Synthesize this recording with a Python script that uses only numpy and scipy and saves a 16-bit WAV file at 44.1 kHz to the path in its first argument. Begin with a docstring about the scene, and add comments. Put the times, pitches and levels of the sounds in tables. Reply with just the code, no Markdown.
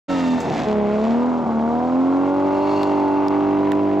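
"""After a moment of silence the sound fades in quickly on a six-cylinder rally car sliding round a dirt corner
with its gears whining. The driver lifts off, the exhaust sputters and crackles, then the car pulls away up a
gravel track. The engine note comes from three firings per crankshaft turn, with puffs of gas adding a rasp.
Tyres crunch, rumble and spray grit, a panel buzzes at peak revs and three flung stones crack. Trees answer the
car with a faint echo."""
import sys
import numpy as np
from scipy import signal
from scipy.fft import rfft, irfft, next_fast_len
from scipy.io import wavfile
from scipy.ndimage import uniform_filter1d, minimum_filter1d, map_coordinates

SR = 44100
rng = np.random.default_rng(int(sys.argv[2]) if len(sys.argv) > 2 else 0)


def to_wav(s):
    """Save 16-bit WAV."""
    ch = np.atleast_2d(s).T  # columns
    pcm = np.round(np.clip(ch, -1, 1) * 32767)  # PCM
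    wavfile.write(sys.argv[1], SR, pcm.astype(np.int16))


N = 176400
TIME = np.arange(N) / SR
FIRINGS_PER_TURN = 3

# how loud the tyres are on the dirt: time_s, crunch_db, grit_db
TYRE_LEVELS = [(.15, -35.5, -40.5), (.45, -40.5, -45.5), (.6, -34.5, -42.5), (.8, -41, -57.5),
               (1, -41.5, -50), (1.06, -38.5, -51), (1.45, -51, -55.5), (2.45, -43, -54),
               (2.75, -39, -44.5), (3.1, -40.5, -53), (4, -42.5, -58.5)]


def amp(db):
    """Turn decibels into a gain."""
    return 10 ** (np.asarray(db) / 20)


def unit(x):
    """Scale x to an average (rms) level of 1."""
    return x / np.sqrt(np.mean(x ** 2) + 1e-20)


def along(points, hz):
    """Read between (pitch_hz, value) points on a log pitch scale."""
    pitches, values = np.transpose(points)
    return np.interp(np.log(hz + 1), np.log(pitches + 1), values)


def curves(rows):
    """Give each column after the time one value per sample."""
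    times, *columns = np.transpose(rows)
    return [np.interp(TIME, times, column) for column in columns]


def wobble(rate):
    """A smooth curve through `rate` random points a second."""
    points = rng.standard_normal(1200)
    return np.interp(TIME, TIME[::40], map_coordinates(points, [TIME[::40] * rate], mode="wrap"))


def filtered(x, response):
    """Scale each frequency in x by response(hz)."""
    size = next_fast_len(N + SR // 2)
    return irfft(rfft(x, size) * response(np.fft.rfftfreq(size, 1 / SR)), size)[..., :N]


def coloured(x, colour):
    """Give x a tone colour of (pitch_hz, level_db) points, at an average level of 1."""
    return unit(filtered(x, lambda hz: amp(along(colour, hz))))


def resonance(f, hz, width):
    """How something that rings at hz responds to frequency f."""
    return 1j * f * width / (hz * hz - f * f + 1j * f * width)


def spread(pair, side_db):
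    """Make stereo from two signals: one in the middle, one at the sides."""
    return pair[0] + amp(side_db) * np.array([pair[1], -pair[1]])


def placed(x, lead_rad=-0.53, left_db=-0.5):
    """The car leans slightly right and reaches the two ears out of step."""
    side = np.array([[1], [-1]]) / 2
    return filtered(x, lambda f: amp(left_db * side) * np.exp(1j * lead_rad * side))


def puffs(angle, depth, throb):
    """A gain that swells at each firing, with a slower throb as the crank turns."""
    firing = depth * np.cos(FIRINGS_PER_TURN * angle)
    return np.exp(firing + throb * np.cos(angle) + throb / 2 * np.cos(angle / 2))


def exhaust(speed, angle, low_rev_hz=82.3, high_rev_hz=99.1):
    """Firings make a booming note; uneven cylinders add weaker tones around it."""
    # boom at two and four times the crank speed: time_s, two_db, four_db
    boom = [(.1, -29.5, -39), (.75, -44, -39), (1.75, -40, -33.5), (2.7, -29, -20), (4, -29, -24)]
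    # the firing tone and its two overtones: time_s, first_db, second_db, third_db
    firing = [(0.1, -24.5, -29.5, -67), (0.36, -20.5, -43.5, -51), (0.44, -39, -33.5, -47),
              (0.645, -48, -49, -39.5), (0.675, -25.5, -24.5, -30.5), (1.0, -24.5, -26.5, -28.5),
              (1.1, -19.5, -35, -31), (1.24, -21.0, -30, -50), (1.45, -25.5, -49, -39.5),
              (1.57, -21.5, -36.5, -35.5), (1.83, -25, -32, -27.5), (2.05, -19, -36, -48),
              (2.35, -23, -28.5, -32.5), (2.62, -22.5, -26, -28), (2.82, -22, -30.5, -31),
              (3.1, -20, -32.5, -24.5), (3.45, -21, -40, -37), (4.0, -22.5, -40, -48.5)]
    # tones from uneven cylinders: multiple of crank speed, low_revs_db, high_revs_db
    uneven_tones = [(1.0, -42, -37.5), (1.5, -50, -41), (2.5, -36, -37.5), (3.5, -34, -29.5),
                    (4.5, -39.5, -55), (5.0, -34.5, -33.5), (5.5, -50, -36.5), (6.5, -60, -29),
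                    (7.0, -33.5, -35.5), (8.0, -38, -33.5), (8.5, -37.5, -37.5), (9.5, -39.5, -36.5),
                    (10.0, -39.5, -31.5), (11.0, -35.5, -40.5), (11.5, -51.5, -40), (12.0, -33.5, -44),
                    (12.5, -45, -45), (13.0, -55.5, -47), (15.0, -41, -47.5)]
    # those tones dull while the pipe points aside or is far off: time_s, level_db, tilt_db_per_octave
    uneven_colour = [(.38, -1, -14), (.55, -7, -10), (.68, -2, -1), (3.3, 1, 3.5), (4, -1, -12)]
    two_db, four_db = curves(boom)
    note = np.sqrt(2) * (amp(two_db) * np.cos(2 * angle) + amp(four_db) * np.cos(4 * angle))
    for multiple, db in enumerate(curves(firing), start=1):
        note += amp(db + 6.5 + 0.63 * wobble(45)) * np.cos(multiple * FIRINGS_PER_TURN * angle)
    revs = np.clip((speed - low_rev_hz) / (high_rev_hz - low_rev_hz), 0, 1)
    level_db, tilt = curves(uneven_colour)
    for multiple, low_db, high_db in uneven_tones:
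        scatter_rad = 2.08 if multiple % 1 else 1.0
        phase = multiple * angle + scatter_rad * rng.standard_normal() + .17 * wobble(25)
        tilt_db = tilt * max(0, np.log2(multiple / 7))  # only the upper tones tilt
        tone_db = level_db + tilt_db + low_db + revs * (high_db - low_db)
        note += np.sqrt(2) * amp(tone_db + 1.7 * wobble(4.03)) * np.cos(phase)
    return note


def rasp(angle):
    """Swirling gas leaves the pipe in puffs."""
    # loudness of the gas: time_s, level_db
    levels = [(.1, -34), (.68, -30), (2, -30), (2.6, -30.5), (3.05, -29), (4, -33.5)]
    # tone colour of the pipe: pitch_hz, level_db
    colour = [(30, -26), (70, -25.5), (220, -7), (820, 1), (1450, -9), (1800, -21.5), (8000, -75)]
    level_db, = curves(levels)
    gas = rng.standard_normal(N) * puffs(angle, depth=0.39, throb=0.39)
    return amp(level_db) * coloured(gas, colour)


def gears(angle, waver_rad=0.56, whistle_per_turn=14.3):
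    """The gear whine sinks with road speed; a whistle follows the crank."""
    # whine of the gear teeth: time_s, pitch_hz, level_db
    whine_path = [(.22, 915, -36), (.5, 887, -39.5), (.74, 850, -49), (.95, 850, -73)]
    # tones in the whine: multiple of its pitch, offset_db
    whine_tones = [(1, 2.5), (2, -7), (3, -9.5), (4, -13)]
    # loudness of the whistle: time_s, level_db
    whistle_levels = [(.1, -32), (.28, -40.5), (.45, -59)]
    hz, whine_db = curves(whine_path)
    phase = 2 * np.pi * np.cumsum(hz) / SR
    whine = sum(amp(whine_db + db + wobble(14)) * np.sin(multiple * phase + waver_rad * wobble(90))
                for multiple, db in whine_tones)
    whistle_db, = curves(whistle_levels)
    whistle = amp(whistle_db) * np.sin(whistle_per_turn * angle + waver_rad * wobble(33))
    return np.sqrt(2) * (whine + whistle)


def tyres(angle, grain_db=5, flicker_db=1.03):
    """Tyres throw hissing grit and crunch the dirt; the crunch surges with the engine."""
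    # tone colour of crunching dirt: pitch_hz, level_db
    crunch_colour = [(200, -14), (900, -2), (2100, 1), (4000, -15), (12000, -41.5)]
    # tone colour of flying grit: pitch_hz, level_db
    grit_colour = [(1000, -20), (3500, 6), (7500, -3.5), (12000, -6.5), (14000, -28.5)]
    crunch_db, grit_db = curves(TYRE_LEVELS)
    grains = lambda: rng.standard_normal((2, N)) * amp(grain_db * rng.standard_normal(N))
    crunch = coloured(grains() * puffs(angle, depth=0.57, throb=0.13), crunch_colour)
    crunch *= amp(crunch_db + flicker_db * wobble(35))
    grit = coloured(grains(), grit_colour) * amp(grit_db + flicker_db * wobble(72))
    return spread(crunch, side_db=-11.0) + spread(grit, side_db=-12.5)


def rumble(offset_db=-6):
    """The wheels drum on the dirt, rising and falling with the crunch."""
    # tone colour of the drumming: pitch_hz, level_db
    colour = [(15, 2.5), (130, 17.5), (600, -24)]
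    crunch_db, _ = curves(TYRE_LEVELS)
    drumming = coloured(rng.standard_normal((2, N)), colour)
    return amp(crunch_db + offset_db) * spread(drumming, side_db=-15)


def trees(x, fade_s=.45):
    """Trees scatter back a short echo, different at each ear."""
    tail = rng.standard_normal((2, SR // 2)) * amp(-60 * TIME[:SR // 2] / fade_s)
    return signal.fftconvolve(x[None], tail / np.linalg.norm(tail[0]), axes=1)[:, :N]


def pipe(x, muffle_hz=1500):
    """Each bang in x sets the exhaust pipe ringing."""
    # the pipe's own notes: pitch_hz, width_hz, level_db
    notes = [(165, 58, 9.5), (337, 150, 6), (736, 52, 11)]
    body = lambda f: sum((-1) ** k * amp(db) * resonance(f, hz, width)
                         for k, (hz, width, db) in enumerate(notes))
    return filtered(x, lambda f: body(f) / (1 + 1j * f / muffle_hz) ** 2)


def sputter(angle, scatter_s=0.0011, size_db=4, ramp_s=0.082):
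    """Off the throttle, the firings come unevenly in time and strength."""
    # when the driver lifts off: start_s, end_s, level_db
    lifts = [(0.397, 0.687, -20.5), (1.395, 1.532, -21)]
    firing_count = np.floor(FIRINGS_PER_TURN * angle / (2 * np.pi))
    times = TIME[1:][np.diff(firing_count) > 0]
    late, size = rng.standard_normal((2000, 2))[:len(times)].T
    samples = np.round((times + scatter_s * late) * SR).astype(int)
    bangs = np.bincount(np.clip(samples, 0, N - 1), amp(size_db * np.tanh(size)), N)
    gain = sum(amp(db) * np.clip(np.minimum(TIME - start, end - TIME) / ramp_s, 0, 1)
               for start, end, db in lifts)
    return gain * unit(pipe(bangs))


def spray(start_s=0.403, db=-33, hz=7600, fade_s=0.11):
    """One spurt of grit hisses off a wheel."""
    hiss = unit(filtered(rng.standard_normal(N), lambda f: resonance(f, hz, hz / 2)))
    return (TIME >= start_s) * amp(db - 60 * np.abs(TIME - start_s) / fade_s) * hiss


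def snap(start_s, db, hz, ring_s, click_db, hiss_db, hiss_s=0.024):
    """A sharp crack: one short ring, a bright click and a trailing hiss."""
    t = TIME[:SR // 20]
    ring = lambda pitch_hz, fade_s: np.sin(2 * np.pi * pitch_hz * t) * amp(-60 * t / fade_s)
    click = amp(click_db) * ring(pitch_hz=10400, fade_s=0.00053)
    hiss = amp(hiss_db - 60 * t / hiss_s) * rng.standard_normal(len(t))
    crack = ring(hz, ring_s) + click + hiss
    return np.pad(amp(db) * crack, (round(start_s * SR), N))[:N]


def pops(ring_cycles=2.6):
    """The exhaust gives off sharp, snapping cracks."""
    # cracks off the throttle and as it bites again: start_s, level_db
    cracks = [(.5012, -13), (.5272, -17), (.5402, -14), (.548, -15), (.5695, -16), (.5802, -16),
              (.5935, -12), (.6018, -14), (.6212, -15), (.6355, -14), (.6865, -12), (.715, -17),
              (.7288, -15), (1.0422, -15), (1.0518, -15), (1.0828, -17), (1.109, -17)]
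    # later cracks ring lower: time_s, pitch_hz
    pitch_path = [(.62, 4000), (.75, 2700)]
    pitches = np.interp([start for start, _ in cracks], *np.transpose(pitch_path))
    return sum(snap(start, db, hz, ring_cycles / hz, click_db=-30, hiss_db=-38)
               for (start, db), hz in zip(cracks, pitches))


def buzz(angle):
    """A panel rattles once a crank turn; its highest ring needs the hardest shaking."""
    # how hard the panel shakes: time_s, level_db
    shaking = [(2.1, -63), (2.55, -49), (2.76, -42), (2.95, -48), (4, -60.5)]
    # the panel's own notes: pitch_hz, width_hz, offset_db, swing (dB per dB of shaking)
    notes = [(2166, 300, -5, .5), (2734, 170, 2, 0.96), (3120, 430, -13, 0.3), (4360, 420, 0, 2)]
    shake_db, = curves(shaking)
    peak_db = shake_db.max()
    knocks = rng.standard_normal(N) * np.exp(0.5 * np.cos(angle))
    ring = lambda hz, width: unit(filtered(knocks, lambda f: resonance(f, hz, width) ** 2))
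    return sum(amp(peak_db + db + swing * (shake_db - peak_db)) * ring(hz, width)
               for hz, width, db, swing in notes)


def stones():
    """Each flung stone gives a dry crack to one side."""
    # stone strikes (a close pair sounds as one): start_s, level_db, pitch_hz, ring_s, left_over_right_db
    strikes = [(2.8311, -22, 4500, .002, 7), (2.833, -15, 4000, .002, 7), (3.2836, -20, 5000, .002, -8),
               (3.719, -13, 3400, .002, -10), (3.7203, -15, 1800, .011, -10)]
    return sum(amp([[pan_db / 2], [-pan_db / 2]]) * snap(start, db, hz, ring_s, click_db=4, hiss_db=-22)
               for start, db, hz, ring_s, pan_db in strikes)


def scene():
    """Mix the car, its echo and the track; one crank speed sets the engine's pitch and pulse."""
    # speed of the crankshaft: time_s, turns_per_s
    crank_speed = [(0.09, 93.6), (0.15, 90.7), (0.24, 86.0), (0.39, 82.4), (0.53, 76.5), (0.62, 71.8),
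                   (0.69, 70.8), (0.87, 68.9), (0.99, 71.3), (1.18, 79.9), (1.23, 81.9), (1.3, 83.2),
                   (1.42, 80.0), (1.48, 76.2), (1.59, 74.8), (1.96, 86.7), (2.17, 91.9), (2.31, 94.7),
                   (2.51, 96.2), (2.75, 99.4), (3.06, 96.9), (3.59, 98.7), (4.0, 99.2)]
    speed, = curves(crank_speed)
    angle = 2 * np.pi * np.cumsum(speed * (1 + .0015 * wobble(30))) / SR
    car = exhaust(speed, angle) + rasp(angle) + sputter(angle) + pops() + gears(angle) + buzz(angle)
    mix = placed(car) + amp(-17.5) * trees(car) + tyres(angle) + spray() + rumble()
    dip = amp(-7.5 * np.exp(-((TIME - 3.292) / 0.008) ** 2))  # the level dips briefly near 3.3 s
    return dip * mix + stones()


def record(dry, ceiling=0.44, start_s=0.081, fade_s=0.021, top_hz=16400):
    """Fade in quickly, hold down the loudest peaks and dull the highest treble."""
    # the microphone's dull top: pitch_hz, level_db
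    mic_colour = [(7500, -1), (8500, -15.5)]
    needed_gain = np.minimum(1, ceiling / (np.abs(dry).max(axis=0) + 1e-9))
    smooth_gain = uniform_filter1d(minimum_filter1d(needed_gain, size=300), size=300)
    fade_in = np.clip((TIME - start_s) / fade_s, 0, 1)
    return filtered(dry * smooth_gain * fade_in, lambda hz: amp(along(mic_colour, hz)) * (hz < top_hz))


dry = scene()
out = record(dry)
to_wav(out)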